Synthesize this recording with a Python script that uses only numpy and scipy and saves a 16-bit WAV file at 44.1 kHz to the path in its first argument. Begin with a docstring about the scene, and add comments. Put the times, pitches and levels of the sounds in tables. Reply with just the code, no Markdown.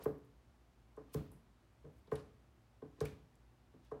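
"""Squeegee on a wet car wing

A squeegee is pulled in quick firm strokes over wet film on a car's wing panel. The blade lands with a
soft knock, swishes, and snaps off the edge with a spit of water and a louder knock. The sheet metal
rings, treble first, as high bending waves travel faster. Around it lies a workshop's low steady hum."""
import sys
import numpy as np
from scipy import signal
from scipy.fft import rfft, irfft
from scipy.io import wavfile

SR = 44100
rng = np.random.default_rng(int(sys.argv[2]) if len(sys.argv) > 2 else 0)


def int16_out(signal):
    """Quantize to a 16-bit WAV file."""
    q = np.round(np.clip(np.atleast_2d(signal).T, -1, 1) * 32767)
    wavfile.write(sys.argv[1], SR, q.astype(np.int16))


N = 176400

# Tone of the ventilation. Each row: frequency in Hz, relative level in dB.
AIR_SPECTRUM = [(15, -60), (25, -71), (29, -5), (36, -8.5), (59, 1.5), (72, -8.5), (82, -23.5), (99, -7.5),
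                (120, -4.5), (152, -19.5), (248, -15), (299, -22), (333, -17.5), (461, -25), (749, -24),
                (1390, -30), (15800, -51.5)]
# The workshop's reverb. Each row: frequency in Hz, time to fall 60 dB in seconds.
ROOM_T60 = [(100, 0.61), (500, 0.41), (3000, 0.46), (8000, 0.33), (15000, 0.36)]
# The blade rubbing over the wet film. Each row: peak time in seconds, level in dB, centre in Hz,
# width in octaves, rise in seconds, decay in seconds.
SWISHES = [(.028, -64.5, 2940, 1.16, 0.018, 0.02), (1.175, -69, 2350, 0.93, 0.045, 0.07),
           (1.33, -77, 10000, .3, 0.01, 0.037), (1.99, -83, 7000, 2, 0.067, 0.02),
           (2.2, -68.5, 2500, 1.1, 0.049, 0.018), (3.075, -62, 2160, 1.06, 0.042, 0.032),
           (3.86, -78, 2800, 0.95, .03, 0.03)]
# Blade snaps and water spitting from under it. Each row reads as for the swishes.
SPITS = [(.0378, -51.5, 12400, 0.18, 0.00058, 0.0015), (.0408, -49.5, 12400, .4, .0004, .0015),
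         (.0475, -58, 8000, 3, 0.0048, 0.0034), (.1826, -78, 13600, 0.48, .001, 0.004),
         (.2479, -80, 11000, 0.51, .001, 0.0076), (.9663, -68, 7900, 0.43, 0.00054, 0.0013),
         (1.142, -53.5, 11700, 0.73, 0.0051, 0.0077), (1.1462, -47.5, 5200, 3.9, 0.0051, 0.0019),
         (1.2635, -72, 13000, .25, .0005, .001), (1.318, -61.5, 10500, 0.3, 0.0011, 0.0022),
         (2.074, -71, 3800, 0.32, 0.0013, 0.0051), (2.118, -64, 3500, 0.73, 0.0024, 0.0017),
         (2.127, -67, 7460, 1.1, .003, 0.011), (2.156, -57, 9700, 0.27, 0.0018, 0.0024),
         (2.158, -57, 2380, 0.93, 0.0024, 0.0082), (2.823, -73, 2950, 0.43, .0005, 0.0022),
         (3.0058, -46, 5150, 0.58, 0.00044, 0.0018), (3.012, -56, 2980, 1.5, 0.0027, 0.009),
         (3.0555, -51, 9000, 0.72, 0.0022, .0025), (3.056, -51, 2400, 0.082, 0.0018, 0.0062),
         (3.057, -53, 1980, 0.65, 0.0045, 0.006), (3.3554, -71, 7900, 0.44, 0.00052, 0.0012),
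         (3.8493, -76, 10000, 0.89, .001, .003), (3.916, -73.5, 4970, 0.72, 0.00038, 0.0051)]
# The blade's knocks. Each row: start in seconds, level in dB, then bass, low-mid, treble, edge,
# hardness and ring, all as offsets in dB.
KNOCKS = [(-.012, -39, -2, 0, 2, 2.5, -5, -15.5), (0.0539, -28.5, -3, 0, -5, -5, 6.5, 2.5),
          (0.9687, -43, -2.5, 5, 3, -1.5, -4, -0.5), (1.14, -32.5, 12, 7.5, -2, -2, -4, -1),
          (1.311, -59, 11, 6, 9.5, 1, -12, -9), (1.833, -51.5, 16, 9.5, -10, -10, -8, -2),
          (1.846, -42, -20, -5, -10, -5, -2, -6), (2.069, -57, 9, 8, 3, 5, -8, -0.5),
          (2.1147, -31.5, 2, -5, -0.5, 2, 6, 2.5), (2.268, -65.5, 21.5, 7, -6, -9, -1, -6),
          (2.817, -45.5, 6.5, 8.5, 0, -1.5, 0, 2), (2.973, -54, 5, 11, 3, -2, -13, -4),
          (3.005, -29, 5.5, -2.5, -4.5, -0.5, 3.5, 0), (3.731, -49.5, 7, 6, -8, -14, -9, -10.5),
          (3.912, -35, -5, -4.5, 0.5, -6.5, 2.5, -1)]
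# A knock's EQ bands: the centres of bass, low-mid, body, treble and edge in Hz.
EQ_BANDS_HZ = [140, 270, 430, 1100, 2000]
# A knock's attack, the first wave front. Each row: frequency in Hz, relative level in dB.
FRONT_SPECTRUM = [(40, -10.5), (110, -6.5), (250, -8.5), (450, -4), (660, -13), (830, -26.5), (1080, -7),
                  (1350, -24), (1600, -22), (2500, -35), (5000, -57), (16000, -59)]
# The panel's main modes. Each row: pitch in Hz, relative level in dB, time to fall 60 dB in seconds.
PANEL_MODES = [(66.9, -20.5, 0.47), (87.6, -19.5, 0.38), (127.5, -19, 0.3), (147.3, -15.5, 0.41),
               (255.6, -25.5, .22), (283, -16, 0.45), (312, -20, 0.4), (384, -15, 0.079), (430, -3, 0.16),
               (427, -15, .33), (464.7, -18.5, 0.3), (560, -21.5, 0.32), (658, -25.5, .28),
               (794, -22, 0.24), (1033, -19, 0.045), (1067.5, -28, 0.09), (1215, -30.5, 0.42),
               (1397, -37, 0.34), (1530, -22.5, 0.092), (1642, -31.5, 0.31), (1866, -26.5, 0.12)]
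# The wash of weaker modes. Each row: frequency in Hz, relative level in dB.
WASH_SPECTRUM = [(40, -31.5), (80, -13), (200, -4.5), (290, -2), (500, 0.5), (750, -9), (1100, -11),
                 (1700, -20.5), (2800, -34), (6000, -43), (16000, -55)]
# How that wash dies. Each row: frequency in Hz, time to fall 60 dB in seconds.
WASH_T60 = [(100, 0.85), (400, 0.24), (1000, 0.42), (3000, 0.39)]

AIR_DB, AIR_LOW_CUT_HZ = -67.5, 47.6
HUM_DB, HUM_HZ, HUM_WANDER_HZ = -72.5, 55, 1.3
ROOM_RISE_S, WATER_SEND_DB, PANEL_SEND_DB = 0.0011, -10, -14
FRONT_DB, WASH_DB = 35, 2.5
RIM_ECHO_S, RIM_ECHO_DB = 0.00478, -7.5  # the front returns from the rim of the panel
RING_RISE_S = 0.00051
SETTLE_S, SETTLE_FADE_S, SETTLE_DB = 0.045, 0.0023, -4.5
BEND_S, BEND_HZ = 0.010, 418  # travel time of a bending wave of this pitch; higher ones come sooner


def amp(db):
    """Decibels to gain."""
    return 10 ** (np.asarray(db) / 20)


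def unit(x):
    """Scales to rms 1."""
    return x / np.sqrt(np.mean(x ** 2) + 1e-20)


def curve(points, hz):
    """Reads a table along log frequency."""
    f, value = np.transpose(points)
    return np.interp(np.log(hz + 1), np.log(f + 1), value)


def add(mix, start_s, sound):
    """Drops a sound into the mix, trimming any overhang."""
    at = round(start_s * SR)
    sound = sound[max(-at, 0):]
    part = mix[max(at, 0):][:len(sound)]
    part += sound[:len(part)]


def dying_noise(t60s):
    """One second of noise in which each band dies at its own speed."""
    hz, t, bands = signal.stft(rng.standard_normal(SR), SR, nperseg=256)
    fade = amp(-60 * t / curve(t60s, hz)[:, None])
    return signal.istft(bands * fade, SR, nperseg=256)[1][:SR]


def workshop_bed():
    """Steady ventilation noise with a wavering low hum."""
    hz = np.fft.rfftfreq(N, 1 / SR)
    low_cut = 1 - 1 / (1 + (hz / AIR_LOW_CUT_HZ) ** 10)
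    air = irfft(rfft(rng.standard_normal(N)) * amp(curve(AIR_SPECTRUM, hz)) * low_cut, N)
    wander = unit(irfft(rfft(rng.standard_normal(N)) * hz * np.exp(-(hz / 3) ** 2), N))
    hum = np.sin(2 * np.pi * np.cumsum(HUM_HZ + HUM_WANDER_HZ * wander) / SR)
    return amp(AIR_DB) * unit(air) + amp(HUM_DB) * unit(hum)


def workshop_reverb(x):
    """The workshop's reflections blur into a short diffuse tail."""
    tail = dying_noise(ROOM_T60) * np.minimum(np.arange(SR) / SR / ROOM_RISE_S, 1)
    return signal.fftconvolve(x, tail / np.linalg.norm(tail))[:N]


def water_fizz(bursts, grain_db):
    """Bursts of tiny droplets that swell and die away, each with its own tail in the workshop."""
    out = np.zeros(N)
    t = (np.arange(SR) - SR // 2) / SR  # zero at the peak of a burst
    hz = np.fft.rfftfreq(SR, 1 / SR)
    for peak_s, db, centre_hz, octaves, rise_s, decay_s in bursts:
        droplets = rng.standard_normal(SR) * amp(grain_db * np.minimum(rng.exponential(1, SR), 4))
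        band = np.exp(-0.5 * (np.log2((hz + 1) / centre_hz) / octaves) ** 2)
        envelope = amp(db) * np.exp(np.where(t < 0, t / abs(rise_s), -t / abs(decay_s)))
        add(out, peak_s + t[0], envelope * unit(irfft(rfft(droplets) * band)))
        fade_in = 1 - np.exp(-(t - t[0]) / (ROOM_RISE_S + abs(rise_s)))
        tail = (irfft(rfft(dying_noise(ROOM_T60)) * band) * fade_in)[:SR // 2]
        send = amp(WATER_SEND_DB) * np.linalg.norm(envelope)
        add(out, peak_s, send * tail / np.linalg.norm(tail))
    return out


def panel_ring(hz, hardness_db):
    """Spectrum of the ring: it opens slower under a soft blow and ducks as the blade settles back."""
    t = np.arange(SR) / SR
    modes = sum(amp(db - 60 * t / t60) * np.cos(2 * np.pi * f * t) for f, db, t60 in PANEL_MODES)
    attack = 1 - np.exp(-t / (RING_RISE_S * amp(-hardness_db)))
    duck = amp(SETTLE_DB * 0.5 * (1 + np.tanh((t - SETTLE_S) / SETTLE_FADE_S)))
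    high_cut = 1 / (1 + (hz / 1800) ** 4)
    low_cut = hz ** 2 / (hz ** 2 + 40 ** 2)
    return rfft(modes * attack * duck) * high_cut * low_cut


def blade_knock(level_db, bass_db, low_mid_db, treble_db, edge_db, hardness_db, ring_db):
    """A wave front, its echo and the modes, smeared into a quick downward chirp by the stiff sheet."""
    hz = np.fft.rfftfreq(SR, 1 / SR)
    rim_echo = amp(RIM_ECHO_DB) * np.exp(-2j * np.pi * hz * RIM_ECHO_S) / (1 + (hz / 800) ** 2)
    front = amp(FRONT_DB + hardness_db + curve(FRONT_SPECTRUM, hz)) * (1 + rim_echo)
    ring = amp(ring_db) * panel_ring(hz, hardness_db)
    wash = amp(WASH_DB + curve(WASH_SPECTRUM, hz)) * rfft(dying_noise(WASH_T60))
    eq_db = curve(list(zip(EQ_BANDS_HZ, [bass_db, low_mid_db, 0, treble_db, edge_db])), hz)
    chirp = np.exp(-4j * np.pi * BEND_S * np.sqrt(BEND_HZ * hz))
    return irfft((front + ring + wash) * amp(level_db + eq_db) * chirp)[:SR * 3 // 4]


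def scene():
    """Metal and water up close, the workshop behind, in mono."""
    metal = np.zeros(N)
    for start_s, *voicing in KNOCKS:
        add(metal, start_s, blade_knock(*voicing))
    water = water_fizz(SPITS, grain_db=2) + water_fizz(SWISHES, grain_db=2.5)
    workshop = amp(PANEL_SEND_DB) * workshop_reverb(metal) + workshop_bed()
    return (workshop + water + metal)[None]


def record(dry):
    """The microphone rolls off the sub-bass, and a steep filter trims the very top."""
    low_cut = signal.butter(6, 46, "high", fs=SR, output="sos")
    high_cut = signal.firwin(511, 15950, window=("kaiser", 9), fs=SR)
    return signal.oaconvolve(signal.sosfilt(low_cut, dry), high_cut[None], "same")


dry = scene()
out = record(dry)
int16_out(out)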